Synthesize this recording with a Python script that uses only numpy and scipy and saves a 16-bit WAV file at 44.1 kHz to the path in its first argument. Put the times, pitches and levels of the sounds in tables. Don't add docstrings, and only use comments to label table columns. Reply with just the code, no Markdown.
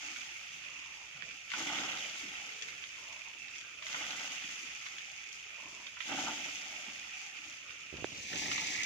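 import sys
import numpy as np
from scipy import signal
from scipy.fft import rfft, irfft
from scipy.io import wavfile
from scipy.ndimage import uniform_filter1d

SR = 44100
rng = np.random.default_rng(int(sys.argv[2]) if len(sys.argv) > 2 else 0)


def file_out(sig):
    cols = np.atleast_2d(sig).T
    lim = np.clip(cols, -1, 1)
    pcm = np.round(lim * 32767).astype(np.int16)
    wavfile.write(sys.argv[1], SR, pcm)


N = 390285
TIME = np.arange(N) / SR
FREQ = np.arange(N // 2 + 1) * SR / N
TURN = np.clip((TIME - 8.03) / 0.21, 0, 1)
SIDES = np.array([[1], [-1]])
STEADY_DB = -54.1
YARD_LAG_S, YARD_DIRECT = 0.0005, 0.55

# (time [s], pour length [s], landing delay [s], drum rise [s], collapse [dB/s],
# spatter [dB], boom [dB], drum [dB], slap [dB])
SPILLS = [(-0.75, 0.25, 0.04, 0.05, 40, -42, -62, -58, -53),
          (1.48, 0.32, 0.045, 0.05, 38, -41.7, -52.5, -49.8, -47.3),
          (3.8, 0.35, 0.055, 0.11, 42, -43.8, -58.5, -53, -51),
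          (5.98, 0.3, 0.055, 0.04, 48, -42.3, -51, -48, -49.5),
          (8.28, 0.22, 0.01, 0.035, 42, -50, -49.5, -52, -58)]


def sheets(slap_rise_s=0.04):
    # (frequency [Hz], width [Hz], relative level [dB])
    boom_modes = [(150, 50, -9), (205, 70, -5), (294, 38, 2.5), (365, 80, -3)]
    drum_modes = [(470, 130, -6.5), (630, 140, -3.5), (765, 46, 3.5), (870, 46, 2.2)]
    slap_modes = [(1336, 235, 1), (1520, 110, 1), (2016.4, 154, -4)]
    smack_modes = [(775, 70, 0), (875, 70, 0.5), (1360, 220, -2)]
    # (time [s], length [s], level [dB])
    big_lumps = [(0.0, 0.12, -61), (1.692, 0.035, -43), (1.826, 0.015, -46.5), (4.005, 0.02, -52),
                 (6.095, 0.025, -48), (6.171, 0.011, -41), (6.262, 0.024, -41), (6.86, 0.025, -59),
                 (7.04, 0.03, -61), (8.61, 0.025, -52)]
    smack_gain = sum(undb(db) * swell(start_s, length_s, attack_s=0.008, fall_db_per_s=420)
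                     for start_s, length_s, db in big_lumps)
    boom_gain = drum_gain = slap_gain = 0
    for start_s, length_s, delay_s, rise_s, fall_db_per_s, _, boom_db, drum_db, slap_db in SPILLS:
        land_s, hold_s = start_s + delay_s, length_s - delay_s
        bulk = pour(land_s, rise_s, hold_s, fall_db_per_s)
        front = pour(land_s, slap_rise_s, hold_s, fall_db_per_s)
        boom_gain = np.hypot(boom_gain, undb(boom_db) * bulk)
        drum_gain = np.hypot(drum_gain, undb(drum_db) * bulk)
        slap_gain = np.hypot(slap_gain, undb(slap_db) * front)
    lumps = splats(rate_hz=320, spread_db=1, decay_s=0.008, cap_db=7) * undb(wander(14))
    boom = resonate(centred(lumps, width=0.45), boom_modes)
    drum = resonate(centred(lumps, width=0.45), drum_modes)
    slap = resonate(arrive(lumps, lag_s=0.00014, direct=0.68), slap_modes)
    smack = resonate(arrive(rng.standard_normal((2, N)), lag_s=0.00007, direct=0.88), smack_modes)
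    return boom * boom_gain + drum * drum_gain + slap * slap_gain + smack * smack_gain


def pour(start_s, rise_s, length_s, collapse_db_per_s, stream_db=-7.5, drain_db_per_s=21):
    sheet = crest(start_s, rise_s, length_s, collapse_db_per_s)
    stream = undb(stream_db) * crest(start_s, rise_s, length_s, drain_db_per_s)
    return np.maximum(sheet, stream)


def crest(start_s, rise_s, length_s, fall_db_per_s, round_s=0.04):
    age_s = np.maximum(TIME - start_s, 0)
    ebb_s = round_s * np.logaddexp(0, (age_s - length_s) / round_s)
    return (1 - np.exp(-age_s / rise_s)) * undb(-fall_db_per_s * ebb_s)


def flow_db(rise_s=0.06, ebb_db_per_s=10.8, swing_start_s=7.97, swing_s=0.29, yard_db=7.2):
    power = undb(STEADY_DB) ** 2
    for start_s, length_s, _, _, _, spatter_db, *_ in SPILLS:
        power = power + (undb(spatter_db) * crest(start_s, rise_s, length_s, ebb_db_per_s)) ** 2
    return 10 * np.log10(power) + yard_db * ramp(swing_start_s, swing_s)


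def spatter(veranda_lag_s=0.00024, veranda_direct=0.22):
    # (frequency [Hz], relative level [dB])
    thin_spectrum = [(290, -59), (500, -31), (665, -26), (777, -19), (922, -20), (1030, -19), (1260, -11),
                     (1720, -10), (2050, -5), (2500, -0.5), (3500, -6.5), (3950, -14.5), (4670, -12),
                     (6670, -7.5), (7910, -24.5), (15000, -35)]
    full_spectrum = [(1000, -38), (1700, -11.5), (2080, 0.5), (2300, -5), (2810, 0), (3100, -1.5),
                     (3450, -3), (3950, -12), (4310, -13.5), (6490, -7.5), (6790, -8), (7860, -22),
                     (9010, -28.5), (15000, -32)]
    yard_spectrum = [(410, -30), (700, -23), (756, -20), (859, -25), (1020, -15), (1260, -21), (1450, -23),
                     (1950, -9.5), (2250, -6.5), (2600, -5.5), (3180, -9), (3430, -8.5), (4400, -11),
                     (6430, -6.5), (9300, -32), (15000, -32.5)]
    impacts = splats(rate_hz=750, spread_db=3.2, decay_s=0.0025, cap_db=12) * undb(0.8 * wander(11))
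    ticks = splats(rate_hz=900, spread_db=3, decay_s=0.0018, cap_db=19) * undb(1.7 * wander(13))
    drops = colour(impacts, along([(3300, -0.5), (5000, -13), (9000, -13.5)]))
    drops += colour(ticks, along([(2500, -10), (4500, -0.5), (7500, 0.5), (10000, -8.5)]))
    drops += undb(-8.5) * splats(rate_hz=45, spread_db=4, decay_s=0.025, cap_db=8)
    drops += undb(-11) * bubbles()
    sprays = splats(rate_hz=14, spread_db=4, decay_s=0.045, cap_db=7)
    drops += undb(-6) * colour(sprays, along([(2500, -12), (4500, -1), (7000, 0), (10000, -1)]))
    far_rain = undb(0.5) * rng.standard_normal((2, N))
    lag_s = veranda_lag_s + TURN * (YARD_LAG_S - veranda_lag_s)
    direct = veranda_direct + TURN * (YARD_DIRECT - veranda_direct)
    wet = arrive(walls(drops, wet_db=-6.5, t60_s=0.16) + far_rain, lag_s, direct)
    thin, full, yard = (unit(colour(wet, along(spectrum)))
                        for spectrum in (thin_spectrum, full_spectrum, yard_spectrum))
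    level_db = flow_db()
    surge = np.clip((level_db + 47) / 7, 0, 1)
    sheltered = (1 - surge) * thin + surge * full
    return ports((1 - TURN) * sheltered + TURN * yard) * undb(level_db)


def bubbles(count=3000, low_hz=1699, high_hz=7010, decay_cycles=6.2, spread_db=2.5, glide=0.018):
    out, t = np.zeros((2, N + 1000)), np.arange(700) / SR
    for when, pitch, size, angle in rng.random((count, 4)):
        hz = low_hz * (high_hz / low_hz) ** pitch
        age = t * hz / decay_cycles
        gain = undb(-spread_db * np.log(size + 0.017))
        ring = gain * np.exp(-age) * np.sin(2 * np.pi * hz * t * (1 + glide * age))
        for port, delay in enumerate((20, int(40 * angle))):
            start = int(when * N) + delay
            out[port, start:start + len(t)] += ring
    return unit(out[:, :N])


def fat_drops(lag_s=0.00011, flutter_s=0.008, flutter_db=-10):
    # (time [s], level [dB], ring [Hz], spray decay [s], left minus right [dB])
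    drops = [(0.159, -32.5, 2250, .005, -12), (0.209, -37, 2490, .003, -8), (0.6394, -38, 2450, .002, -8),
             (1.2222, -30.5, 1950, .0013, -12), (1.307, -38, 2250, .005, -8), (1.5017, -35, 2730, .004, 0),
             (1.5165, -26.5, 2100, .002, -2), (1.5358, -27.5, 1500, .004, -2),
             (1.7277, -30.5, 3800, .0015, 5), (1.756, -31.5, 2890, .003, -4), (1.785, -31, 2300, .003, -4),
             (1.8337, -31, 2720, .003, -4), (1.923, -35, 2050, .003, -5), (1.973, -34, 2100, .003, -5),
             (2.52, -37, 2600, .005, -3), (2.6215, -27, 3400, .003, 3), (2.6835, -38, 2100, .006, -6),
             (2.838, -30.5, 2150, .0025, -3), (3.127, -36.5, 3400, .002, 0), (3.481, -39, 2470, .004, -8),
             (3.5543, -38, 2440, .004, -8), (3.6117, -36, 3400, .0015, 0), (3.8238, -33, 2010, .003, -5),
             (3.866, -32.5, 2000, .003, -3), (3.9155, -33, 3500, .003, -2), (3.9275, -28.5, 2700, .002, -3),
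             (3.943, -32.5, 1450, .006, -2), (4.0667, -33.5, 3340, .002, -3), (4.106, -30, 2770, .003, -4),
             (4.197, -32, 2800, .002, -3), (4.2752, -34.5, 3300, .003, -2), (4.4223, -35, 2080, .003, -5),
             (4.862, -31.5, 2200, .005, -2), (4.9825, -31, 2350, .003, -5), (5.8665, -35, 2450, .003, -7),
             (5.968, -39, 1400, .004, -3), (6.004, -29, 2000, .004, -7), (6.987, -37, 2870, .002, -4),
             (7.7059, -39, 2420, .004, -7), (7.9688, -38, 2400, .003, -5), (8.328, -31, 1820, .004, -4),
             (8.3572, -28.5, 2610, .003, -8), (8.5135, -23.5, 2150, .004, -3),
             (8.5793, -26, 2160, .002, -3), (8.669, -26, 5000, .003, 3), (8.833, -25, 5000, .002, 3)]
    # (frequency [Hz], gain [dB])
    wall_response = [(250, -22), (600, -8), (1100, -3), (1800, 0.5), (3400, 0.5), (4100, -7), (5500, -5),
                     (6700, 2), (8000, -13), (12000, -28)]
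    out, t = np.zeros((2, N + SR)), TIME[:SR // 20]
    for start_s, db, hz, spray_s, lean_db in drops:
        band = signal.butter(4, [0.52 * hz, min(2.15 * hz, 9000)], "band", fs=SR, output="sos")
        spray = signal.sosfilt(band, rng.standard_normal((2, len(t)))) * np.exp(-t / spray_s)
        ring = np.exp(-t / (1.1 * spray_s)) * np.sin(2 * np.pi * hz * (t - np.array([[0], [lag_s]])))
        attack = 1 - np.exp(-2 * t / spray_s)
        hit = (ring + 4.488 * spray) * attack * pan(lean_db)
        hit *= undb(db) / np.abs(hit.mean(0)).max()
        for trip in range(3):
            start = int((start_s + trip * flutter_s) * SR)
            out[:, start:start + len(t)] += hit * undb(trip * flutter_db)
    return walls(colour(out[:, :N], along(wall_response)), wet_db=-9, t60_s=0.12)


def puddles(pitch_hz=2170, width_hz=660, level_db=-42.5):
    drops = arrive(splats(rate_hz=420, spread_db=3, decay_s=0.003, cap_db=10), YARD_LAG_S, YARD_DIRECT)
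    ring = hollow(drops, pitch_hz * (1 + 0.025 * wander(20)), width_hz)
    return ring * ramp(start_s=8.32, length_s=0.2) * undb(level_db) * pan(lean_db=-6)


def trickle(pitch_hz=2500, width_hz=480, level_db=-56.3):
    drips = splats(rate_hz=600, spread_db=2.2, decay_s=0.002, cap_db=7)
    song = hollow(drips, pitch_hz * (1 + 0.022 * wander(16)), width_hz)
    return song * undb(level_db + 2 * wander(15)) * pan(lean_db=-8)


def gurgles_and_swishes():
    # (time [s], length [s], level [dB], pitch [Hz], glide [octaves/s], width [Hz])
    glides = [(0.01, 0.13, -63.5, 320, -1, 70), (0.22, 0.05, -65, 860, 0, 130),
              (0.46, 0.1, -72, 135, 0, 70), (0.62, 0.4, -64.5, 1200, -0.8, 340),
              (0.63, 0.06, -70, 570, 0, 90), (0.73, 0.04, -70, 270, 0, 70),
              (1.13, 0.15, -67, 170, 0.5, 110), (1.15, 0.13, -68, 720, -2.5, 200),
              (1.56, 0.1, -54, 300, 1, 70), (1.77, 0.08, -53, 280, -0.5, 80), (1.98, 0.1, -60, 600, 0, 150),
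              (2.19, 0.06, -55.5, 305, -1.0, 130), (2.28, 0.18, -63, 790, 0, 160),
              (2.45, 0.25, -68, 440, 0.2, 90), (2.96, 0.2, -62, 1060, -0.6, 300),
              (2.97, 0.04, -70, 370, 0, 140), (3.05, 0.16, -68, 700, -0.8, 130),
              (3.24, 0.06, -64, 980, -1, 300), (3.33, 0.04, -71, 320, 0, 120),
              (3.365, 0.06, -47, 2640, 0.05, 60), (3.61, 0.03, -59, 1550, 0, 180),
              (3.78, 0.09, -69, 620, 0, 60), (4.42, 0.05, -62, 250, 0, 170), (4.6, 0.06, -68, 340, -4, 170),
              (5.05, 0.1, -70, 770, 0, 90), (5.5, 0.3, -68, 660, 0.3, 170),
              (5.56, 0.27, -62.5, 950, 0.5, 230), (5.6, 0.2, -68.5, 300, 0, 130),
              (6.06, 0.09, -52, 305, -0.3, 80), (6.21, 0.09, -53, 280, -0.5, 110),
              (6.62, 0.2, -62, 720, 0, 260), (6.84, 0.07, -59, 280, -1, 160),
              (7.12, 0.15, -66, 790, 0, 120), (7.38, 0.1, -69, 300, 0, 90)]
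    out = np.zeros((2, N))
    grains = centred(splats(rate_hz=200, spread_db=2, decay_s=0.012, cap_db=8), width=0.3)
    for start_s, length_s, db, hz, octaves_per_s, width_hz in glides:
        span = slice(int(start_s * SR), int((start_s + length_s + 0.5) * SR))
        pitch_hz = hz * 2 ** (octaves_per_s * (TIME[span] - start_s))
        gain = undb(db) * swell(start_s, length_s, attack_s=0.03, fall_db_per_s=130)
        out[:, span] += hollow(grains[:, span], pitch_hz, width_hz) * gain[span]
    return ports(out)


def handling():
    # (time [s], level [dB], contact [s])
    bumps = [(7.926, -41, 0.0023), (7.939, -38, 0.0024), (8.023, -36, 0.004), (8.0434, -23.5, 0.00023),
             (8.335, -37, 0.0017)]
    # (frequency [Hz], relative level [dB], t60 [s])
    case_modes = [(79, -28, 0.078), (345, -2.5, 0.02), (534, 3, 0.0076), (790, 0.5, 0.007),
                  (1650, -3, 0.0068), (2440, -0.5, 0.0043), (3700, -1, 0.0029)]
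    # (time [s], length [s], level [dB])
    rubs = [(7.915, 0.03, -53), (8.0, 0.2, -57.5), (8.31, 0.05, -52), (8.57, 0.17, -59.5)]
    # (frequency [Hz], relative level [dB])
    rustle_spectrum = [(25, -23), (75, -0.5), (140, 0), (300, -4), (600, -8.5), (1200, -16), (3000, -50)]
    knocks, t = np.zeros(N + SR), TIME[:SR // 8]
    case = sum(undb(db - 60 * t / t60_s) * np.sin(2 * np.pi * hz * t) * (-1) ** k
               for k, (hz, db, t60_s) in enumerate(case_modes))
    for start_s, db, contact_s in bumps:
        push = t * np.exp(-4 * t / contact_s)
        knock = signal.fftconvolve(case, push)[:len(t)]
        start = int(start_s * SR)
        knocks[start:start + len(t)] += undb(db) * knock / np.abs(knock).max()
    slips = centred(splats(rate_hz=230, spread_db=5, decay_s=0.011, cap_db=5), width=0.38)
    grip = np.max([undb(db) * swell(start_s, length_s, attack_s=0.025, fall_db_per_s=45)
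                   for start_s, length_s, db in rubs], axis=0)
    rustle = unit(colour(slips, along(rustle_spectrum))) * grip
    return knocks[:N] * undb([[-8], [3.5]]) + rustle * undb([[-2], [1.5]])


def babble(uneven_db=6):
    # (pitch [Hz], width [Hz], level [dB])
    bands = [(165, 90, -83), (290, 90, -82), (430, 130, -81), (610, 110, -80), (790, 110, -78.5),
             (1330, 260, -71)]
    glugs = centred(splats(rate_hz=160, spread_db=2, decay_s=0.012, cap_db=8), width=0.45)
    return sum(hollow(glugs, np.full(N, hz), width_hz) * undb(db + uneven_db * np.tanh(wander(13)))
               for hz, width_hz, db in bands)


def plops(count=200, low_hz=220, high_hz=1200, decay_s=0.016, spread_db=3.2, glide_per_s=1.2):
    out, t = np.zeros((2, N + SR)), TIME[:SR // 10]
    envelope = np.exp(-t / decay_s) * (1 - np.exp(-4 * t / decay_s))
    for when, pitch, size, angle in rng.random((count, 4)):
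        hz = low_hz * (high_hz / low_hz) ** pitch
        phase = 2 * np.pi * hz * t * (1 + glide_per_s * t / 2)
        ring = np.sin(phase + 0.7 * (2 * angle - 1) * SIDES)
        start = int(when * N)
        out[:, start:start + len(t)] += undb(-spread_db * np.log(size + 0.04)) * envelope * ring
    return unit(out[:, :N]) * undb(-81.5 + 0.6 * (flow_db() - STEADY_DB))


def rumble(level_db=-73.3, wander_db=1.6):
    # (frequency [Hz], relative level [dB])
    spectrum = [(15, -52), (25, -32), (72, 0), (100, -5), (130, -4), (224, -10.5), (301, -8.5), (367, -11),
                (397, -15), (460, -10), (547, -16), (600, -8.5), (780, -23), (1320, -120)]
    noise = centred(rng.standard_normal((2, N)), width=0.3)
    return unit(colour(noise, along(spectrum))) * undb(level_db + wander_db * wander(11))


def walls(x, wet_db, t60_s):
    t = TIME[:SR // 2]
    tail = rng.standard_normal((2, len(t))) * undb(-60 * t / t60_s) * (t > 0.004)
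    tail /= np.sqrt(np.sum(tail ** 2, axis=1, keepdims=True))
    return x + undb(wet_db) * signal.fftconvolve(x, tail, axes=1)[:, :N]


def tilt(x, from_hz=1100, to_hz=1520, width_hz=330, depth=0.85):
    notch_hz = from_hz + (to_hz - from_hz) * ramp(start_s=8.28, length_s=0.2)
    return x - depth * TURN * moving_band(x, notch_hz, width_hz, order=1)


def ports(x):
    # (frequency [Hz], left minus right [dB])
    balance = [(900, 0), (1500, -2), (2200, -6.5), (2800, -6.5), (3400, -3.5), (4300, 4.5), (5500, 0.5),
               (6600, 9), (8200, 3), (12000, 1)]
    lean_db = along(balance)
    excess_db = 10 * np.log10(np.cosh(lean_db * np.log(10) / 10) / 2 + 0.5) / 2
    return colour(x, SIDES * lean_db / 2 - excess_db)


def arrive(x, lag_s, direct):
    lag = np.round(lag_s * SR).astype(int)
    late = x[0][np.maximum(np.arange(N) - lag, 0)]
    return np.array([x[0], direct * late + np.sqrt(1 - direct ** 2) * x[1]])


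def splats(rate_hz, spread_db, decay_s, cap_db):
    size_db = cap_db * np.tanh(spread_db * rng.exponential(size=N) / cap_db)
    hits = undb(size_db) * (rng.random(N) < rate_hz / SR)
    lean = undb(1.23 * rng.standard_normal((2, N)))
    energy = signal.lfilter([1], [1, -np.exp(-2 / (decay_s * SR))], (hits * lean) ** 2 + 1e-12)
    return unit(np.sqrt(energy) * rng.standard_normal((2, N)))


def resonate(x, modes, low_cut_hz=90):
    power = sum(undb(db) ** 2 / (1 + ((FREQ - hz) / (width_hz * 0.89)) ** 2) ** 2
                for hz, width_hz, db in modes)
    low_cut = (1 - np.exp(-(FREQ / low_cut_hz) ** 2)) ** 2
    return unit(colour(x, 10 * np.log10(power * low_cut + 1e-8)))


def hollow(x, hz, width_hz):
    return unit(moving_band(x, hz, width_hz, order=2))


def moving_band(x, hz, width_hz, order):
    spin = np.exp(2j * np.pi * np.cumsum(hz) / SR)
    low_pass = signal.butter(order, width_hz / 2, fs=SR, output="sos")
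    return 2 * (signal.sosfilt(low_pass, x / spin) * spin).real


def colour(x, gain_db):
    fold = np.where(np.arange(N) < N // 2, 2., 0.)
    fold[0] = 1
    cepstrum = irfft(np.log(undb(gain_db)), N) * fold
    return irfft(rfft(x) * np.exp(rfft(cepstrum)), N)


def along(points):
    hz, db = np.transpose(points)
    return np.interp(np.log(FREQ + 1), np.log(hz), db)


def swell(start_s, length_s, attack_s, fall_db_per_s):
    return ramp(start_s, attack_s) * undb(-fall_db_per_s * np.maximum(TIME - start_s - length_s, 0))


def ramp(start_s, length_s):
    return np.clip((TIME - start_s) / length_s, 0, 1)


def wander(rate_hz):
    hold = int(SR / rate_hz)
    steps = np.repeat(rng.standard_normal(N // hold + 1), hold)
    return 1.2 * uniform_filter1d(steps, hold)[:N]


def centred(x, width):
    return x[0] + width * x[1] * SIDES


def pan(lean_db):
    return undb(SIDES * lean_db / 2)


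def unit(x):
    return x / np.sqrt(np.mean(x.mean(0) ** 2))


def undb(db):
    return 10 ** (np.asarray(db) / 20)


def scene():
    water = (spatter() + trickle() + puddles() + sheets()
             + gurgles_and_swishes() + babble() + plops() + fat_drops())
    return tilt(water) + handling() + rumble()


def record(dry):
    top_hz = 15550
    return signal.sosfilt(signal.ellip(10, 0.2, 70, top_hz, fs=SR, output="sos"), dry)


dry = scene()
out = record(dry)
file_out(out)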